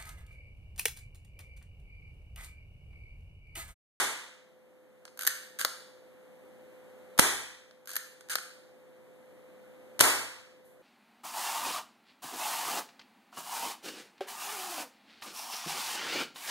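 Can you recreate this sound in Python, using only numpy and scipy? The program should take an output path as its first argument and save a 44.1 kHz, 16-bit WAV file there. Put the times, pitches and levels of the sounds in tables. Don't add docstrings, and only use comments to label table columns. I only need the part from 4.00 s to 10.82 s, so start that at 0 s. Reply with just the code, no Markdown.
import sys
import numpy as np
from scipy import signal
from scipy.fft import rfft, irfft, next_fast_len
from scipy.io import wavfile

SR = 44100
rng = np.random.default_rng(int(sys.argv[2]) if len(sys.argv) > 2 else 0)


def master_out(mix):
    frames = np.transpose(np.atleast_2d(mix))
    ceiling = np.clip(frames, -1, 1)
    pcm = np.round(ceiling * 32767).astype(np.int16)
    wavfile.write(sys.argv[1], SR, pcm)


N = 300762
LEAD = SR // 2
TIME = np.arange(-LEAD, N) / SR
EDGE_HZ = 14150

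# f/Hz, level/dB
FAR_BANG = [(60, -23.5), (170, -5.5), (290, -1), (370, 3), (700, 0), (1200, -0.5), (2000, -0.5),
            (2700, -5.5), (3600, -4.5), (5000, -7.5), (7000, -2.5), (9000, -1.5), (14000, -10)]
# start t/s, sear t/s, latch's lead on the sear/s, teeth level/dB, scrape level/dB, sear level/dB
LEVER_OPENS = [(1.1913, 1.2739, .0066, -23, -38, -6.5), (3.8739, 3.965, 0.0094, -26.5, -36, -12)]
# start t/s, shut t/s, rattle level/dB, scrape level/dB, snag level/dB, stop level/dB
LEVER_SHUTS = [(1.588, 1.6485, -23.5, -31.5, -14.5, -11), (4.2965, 4.355, -23, -26, -29, -11)]


def amp(db):
    return 10 ** (np.asarray(db) / 20)


def value_at(points, hz):
    f, value = np.transpose(points)
    return np.interp(np.log(hz + 1), np.log(f), value)


def add(mix, s, sound):
    part = mix[:, LEAD + round(s * SR):][:, :sound.shape[-1]]
    part += sound[..., :part.shape[1]]


def colour(x, points, keep_power=True, size=4096):
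    gain = amp(value_at(points, abs(np.fft.fftfreq(size, 1 / SR))))
    if keep_power:
        gain = gain / np.sqrt(np.mean(gain[:round(size * EDGE_HZ / SR)] ** 2))
    taps = np.fft.ifft(np.exp(signal.hilbert(np.log(gain)).conj())).real
    return signal.oaconvolve(x, taps[None, :size // 2], axes=1)[:, :x.shape[1]]


def resonate(x, hz, width_hz):
    turn = np.exp(2j * np.pi * np.cumsum(hz * np.ones(x.shape[1])) / SR)
    feedback = np.exp(-np.pi * width_hz / SR)
    return 2 * (turn * signal.lfilter([1 - feedback], [1, -feedback], x / turn + 1e-18)).real


def burst(db, decay_s, size=4096):
    fade = np.exp(-np.arange(size) / SR / decay_s)
    spectrum = rfft(rng.standard_normal((2, size)) * fade)
    click = irfft(spectrum / abs(spectrum))[:, :size // 2]
    return amp(db) * click * np.linalg.norm(fade) / np.linalg.norm(click, axis=1, keepdims=True)


def puff(db, hz, rise_s, size=2048):
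    t = np.arange(size) / SR
    swell = (t / rise_s * np.exp(1 - t / rise_s)) ** 2
    return amp(db) * np.sin(2 * np.pi * hz * t) * swell * np.array([[1], [0]])


def shots(stock_db=-18, metal_to_room_db=-10, thump_hz=235, thump_decay_s=0.0015, right_share=0.34):
    firings = [(-.112, -7, -12, -6, 0, 26.5), (3.1952, 8.5, -25, -1, 14.5, 22),
               (6.0096, 11.5, -16, -9, -3, 25.5)]
    # f/Hz, level/dB
    slam_tone = [(40, 0), (150, 3), (400, 2.5), (1200, -2.5), (2500, 0.5), (4000, -1.5), (5200, -0.5),
                 (6600, -0.5), (7800, -2), (9100, 4), (10200, 0), (11300, 1), (14000, -5.5)]
    metal, pop, push, stock, blast = np.zeros((5, 2, len(TIME)))
    t = np.arange(2048) / SR
    thump = np.sin(2 * np.pi * thump_hz * t) * np.exp(-t / thump_decay_s)
    for s, db, trigger_db, pop_db, push_db, blast_db in firings:
        add(metal, s - 0.0168, burst(trigger_db, decay_s=0.004))
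        add(metal, s - 0.0066, burst(db - 22, decay_s=0.028))
        add(metal, s - 0.0016, burst(db - 17.5, decay_s=0.0057))
        add(pop, s - 0.0028, puff(pop_db, hz=1318, rise_s=0.0003))
        add(metal, s, burst(db, decay_s=0.0016))
        add(metal, s + 0.0033, burst(db - 16, decay_s=0.019))
        add(push, s, amp(push_db) * thump * np.array([[1], [right_share]]))
        add(stock, s, burst(db + stock_db, decay_s=0.002))
        add(blast, s, amp(blast_db) * np.ones(1))
    metal = colour(metal, slam_tone)
    knock = amp(12) * resonate(stock, hz=490, width_hz=340)
    return metal + pop + knock, push, colour(blast, FAR_BANG) + amp(metal_to_room_db) * metal


def room(x, build_s, gap_s):
    # f/Hz, time to fade by 60 dB/s
    ring_times = [(100, 0.8), (350, 0.51), (700, 0.58), (1500, 0.66), (3500, 0.71), (6000, .62),
                  (9000, 0.54), (13500, 0.48)]
    hz, t, noise = signal.stft(rng.standard_normal((2, SR)), SR, nperseg=256)
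    fade = np.exp(-np.log(1000) * t / value_at(ring_times, hz)[:, None])
    tail = signal.istft(noise * fade, SR, nperseg=256)[1][:, :SR]
    tail *= 1 - np.exp(-np.maximum(np.arange(SR) / SR - gap_s, 0) / build_s)
    return signal.fftconvolve(x, tail / np.linalg.norm(tail[0]), axes=1)[:, :len(TIME)]


def fan(air_db=-58, side_db=-10, boost_db=5, volume_creep_db_per_s=0.6733):
    # f/Hz, level/dB
    air_tone = [(30, -21.5), (70, -9.5), (120, -4.5), (210, 2), (320, 2), (520, -1.5), (750, -7.5),
                (1100, -13), (2000, -15), (3000, -21), (3800, -23), (5200, -28.5), (9000, -26),
                (14000, -26)]
    # f/Hz, level/dB before the boost and volume creep
    hum_tones = [(226, -75.5), (510.7, -58), (570, -73.5)]
    air = amp(air_db) * microphones(colour(rng.standard_normal((2, len(TIME))), air_tone))
    hum = sum(amp(db) * np.sqrt(2) * np.cos(2 * np.pi * hz * TIME) for hz, db in hum_tones)
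    lean_left = amp(side_db) * hum * np.array([[1], [-1]])
    return (air + hum + lean_left) * amp(boost_db + volume_creep_db_per_s * TIME)


def lever_clicks(rattle_times_s=(0, 0.006, 0.018), rattle_rise_db_per_s=153):
    teeth = [0, .0185, .0298, .0415, .0595]
    # t/s, level/dB, relative knock of the stock/dB
    hand_ticks = [(1.0524, -32.5, -4), (1.0785, -49.5, 12), (3.71, -47, 7), (4.2085, -34, -5),
                  (4.287, -33, -7), (4.384, -25, 0.5)]
    # decay/s, relative knock/dB, relative ping/dB
    tooth, catch = (0.0026, -12.5, 3), (0.0024, -27, 7.2)
    rattle, snag, stop = (0.0087, -18, -1), (0.0018, -14, -2), (0.0017, 0, 4.6)
    for start, sear, latch_lead, teeth_db, _, sear_db in LEVER_OPENS:
        yield start - 0.017, teeth_db - 12, *tooth
        for after in teeth:
            yield start + after, teeth_db, *tooth
        yield sear - latch_lead, sear_db - 6.5, *catch
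        yield sear, sear_db, *catch
    for start, shut, rattle_db, _, snag_db, stop_db in LEVER_SHUTS:
        for after in rattle_times_s:
            yield start + after, rattle_db - rattle_rise_db_per_s * (rattle_times_s[-1] - after), *rattle
        yield start + 0.025, snag_db, *snag
        yield shut, stop_db, *stop
    for s, db, knock_db in hand_ticks:
        yield s, db, 0.0024, knock_db, -11.5


def lever_scrapes(free_s=0.011):
    slides = [(start, sear, db) for start, sear, _, _, db, _ in LEVER_OPENS]
    slides += [(start, shut - free_s, db) for start, shut, _, db, _, _ in LEVER_SHUTS]
    for start, end, db in slides:
        size = max(round((end - start) * SR), 64)
        grip = amp(3.2 * rng.standard_normal(SR // 64)).repeat(64)[:size]
        grit = rng.standard_normal((2, SR))[:, :size] * grip
        yield start, amp(db) * grit / grit.std() * signal.windows.tukey(size, 0.2)


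def lever_pitches(slack_hz=1580, loaded_hz=1780, return_hz=1710, shut_hz=1460, load_s=0.015):
    ping_out_hz, ping_back_hz = 12000, 13300
    for (start, sear, *_), (back, shut, *_) in zip(LEVER_OPENS, LEVER_SHUTS):
        yield start, slack_hz, ping_out_hz
        yield sear - load_s, slack_hz, ping_out_hz
        yield sear, loaded_hz, ping_out_hz
        yield back, return_hz, ping_back_hz
        yield shut, shut_hz, ping_back_hz


def lever():
    # f/Hz, level/dB
    steel_tone = [(100, -11), (500, -10.5), (900, -14.5), (1400, 3), (2300, 1.5), (3800, 1.5), (4800, 4.5),
                  (5600, -2.5), (6400, 7), (7400, 1), (8800, 6.5), (10400, 0.5), (12000, 0), (14000, -10.5)]
    # f/Hz, level/dB
    stock_tone = [(40, -14.5), (150, -12), (300, -6), (550, 0.5), (900, -5), (1400, 2.5), (2400, -5.5),
                  (5000, 1.5), (14000, -48)]
    shaking, knocks, pings = np.zeros((3, 2, len(TIME)))
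    for s, db, decay_s, knock_db, ping_db in lever_clicks():
        add(shaking, s, burst(db, decay_s))
        add(pings, s, burst(db + ping_db, decay_s))
        add(knocks, s, burst(db + knock_db, decay_s=0.0029))
    for s, scrape in lever_scrapes():
        add(shaking, s, scrape)
    times, ring_hz, ping_hz = np.transpose(list(lever_pitches()))
    steel = amp(-1) * colour(shaking, steel_tone)
    knock = colour(knocks, stock_tone)
    ring = amp(7) * resonate(shaking, np.interp(TIME, times, ring_hz), width_hz=140)
    ping = amp(5.5) * resonate(pings, np.interp(TIME, times, ping_hz), width_hz=850)
    to_room = amp(-6) * steel + amp(-6.5) * ring + amp(-18) * ping + amp(-12) * knock
    return steel + ring + ping + knock, to_room


def jolts(relative_db=-27):
    thuds = np.zeros((2, len(TIME)))
    for _, s, *_, db in LEVER_OPENS + LEVER_SHUTS:
        add(thuds, s, puff(db + relative_db, hz=100, rise_s=0.0016))
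    return thuds


def pellets():
    # t/s, level/dB
    strikes = [(3.2264, -13.5), (3.239, -11), (6.039, -4.5), (6.099, -7)]
    hits = np.zeros((2, len(TIME)))
    for s, db in strikes:
        add(hits, s, burst(db, decay_s=0.0014))
    return colour(hits, FAR_BANG)


def sleeve(start_s=6.64, length_s=0.17, rise_s=0.016, db=-51):
    # f/Hz, level/dB
    cloth_tone = [(1000, -25), (5000, -14), (8000, -2), (12000, 2), (14000, -4)]
    t = np.arange(0, length_s, 1 / SR)
    shape = np.minimum(t / rise_s, 1) * (1 - t / length_s)
    rustle = np.zeros((2, len(TIME)))
    add(rustle, start_s, amp(db) * shape * rng.standard_normal((2, SR))[:, :len(t)])
    return colour(rustle, cloth_tone)


def microphones(x):
    # f/Hz, level/dB
    spread = [(100, -1.5), (300, -10), (600, -8), (1300, 2.5), (2500, -0.5), (14000, 0)]
    apart = colour(x[1:], spread, keep_power=False)[0]
    return np.array([x[0] + apart, x[0] - apart])


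def scene(pellet_to_room_db=-8, balance_db=0.14):
    crack, push, blast = shots()
    cocking, clatter = lever()
    strikes = pellets()
    echoes = room(blast, build_s=0.018, gap_s=0.0063)
    echoes += room(clatter + amp(pellet_to_room_db) * strikes, build_s=0.0031, gap_s=0.0023)
    mix = microphones(crack + cocking + strikes + echoes) + push + jolts() + fan() + sleeve()
    return mix[:, LEAD:] * amp([[-balance_db], [balance_db]])


def widen(x, delay_s=1 / 2607):
    # f/Hz, level/dB (capped at 0 dB below)
    crossfeed = [(100, 2), (1300, 3.36), (2700, 2), (4000, -7), (5300, -8.5), (8000, -15), (13000, -10)]
    size = next_fast_len(N + SR)
    hz = np.fft.rfftfreq(size, 1 / SR)
    share = np.minimum(amp(value_at(crossfeed, hz)), 1)
    delay = np.exp(-2j * np.pi * hz * delay_s)
    spectrum = rfft(x, size)
    return irfft(spectrum - share * delay * spectrum[::-1], size)[:, :N]


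def turn_down(x, share, recover_db_per_s, start_cut_db=0, threshold_db=-12):
    power = signal.lfilter([1 / 64], [1, 1 / 64 - 1], (x ** 2).mean(0))
    wanted_cut_db = share * np.maximum(10 * np.log10(power + 1e-12) - threshold_db, 0)
    recovery_db = recover_db_per_s * np.arange(N) / SR
    cut_db = np.maximum(np.maximum.accumulate(wanted_cut_db + recovery_db), start_cut_db) - recovery_db
    return x / amp(cut_db)


def record(dry):
    x = turn_down(widen(dry), share=0.78, recover_db_per_s=2.5, start_cut_db=13.5)
    x = turn_down(x, share=0.38, recover_db_per_s=66)
    lowpass = signal.firwin(401, EDGE_HZ, window=("kaiser", 7), fs=SR)
    return signal.oaconvolve(np.clip(x, -1, 1), lowpass[None], "same")


dry = scene()
out = record(dry)
master_out(out)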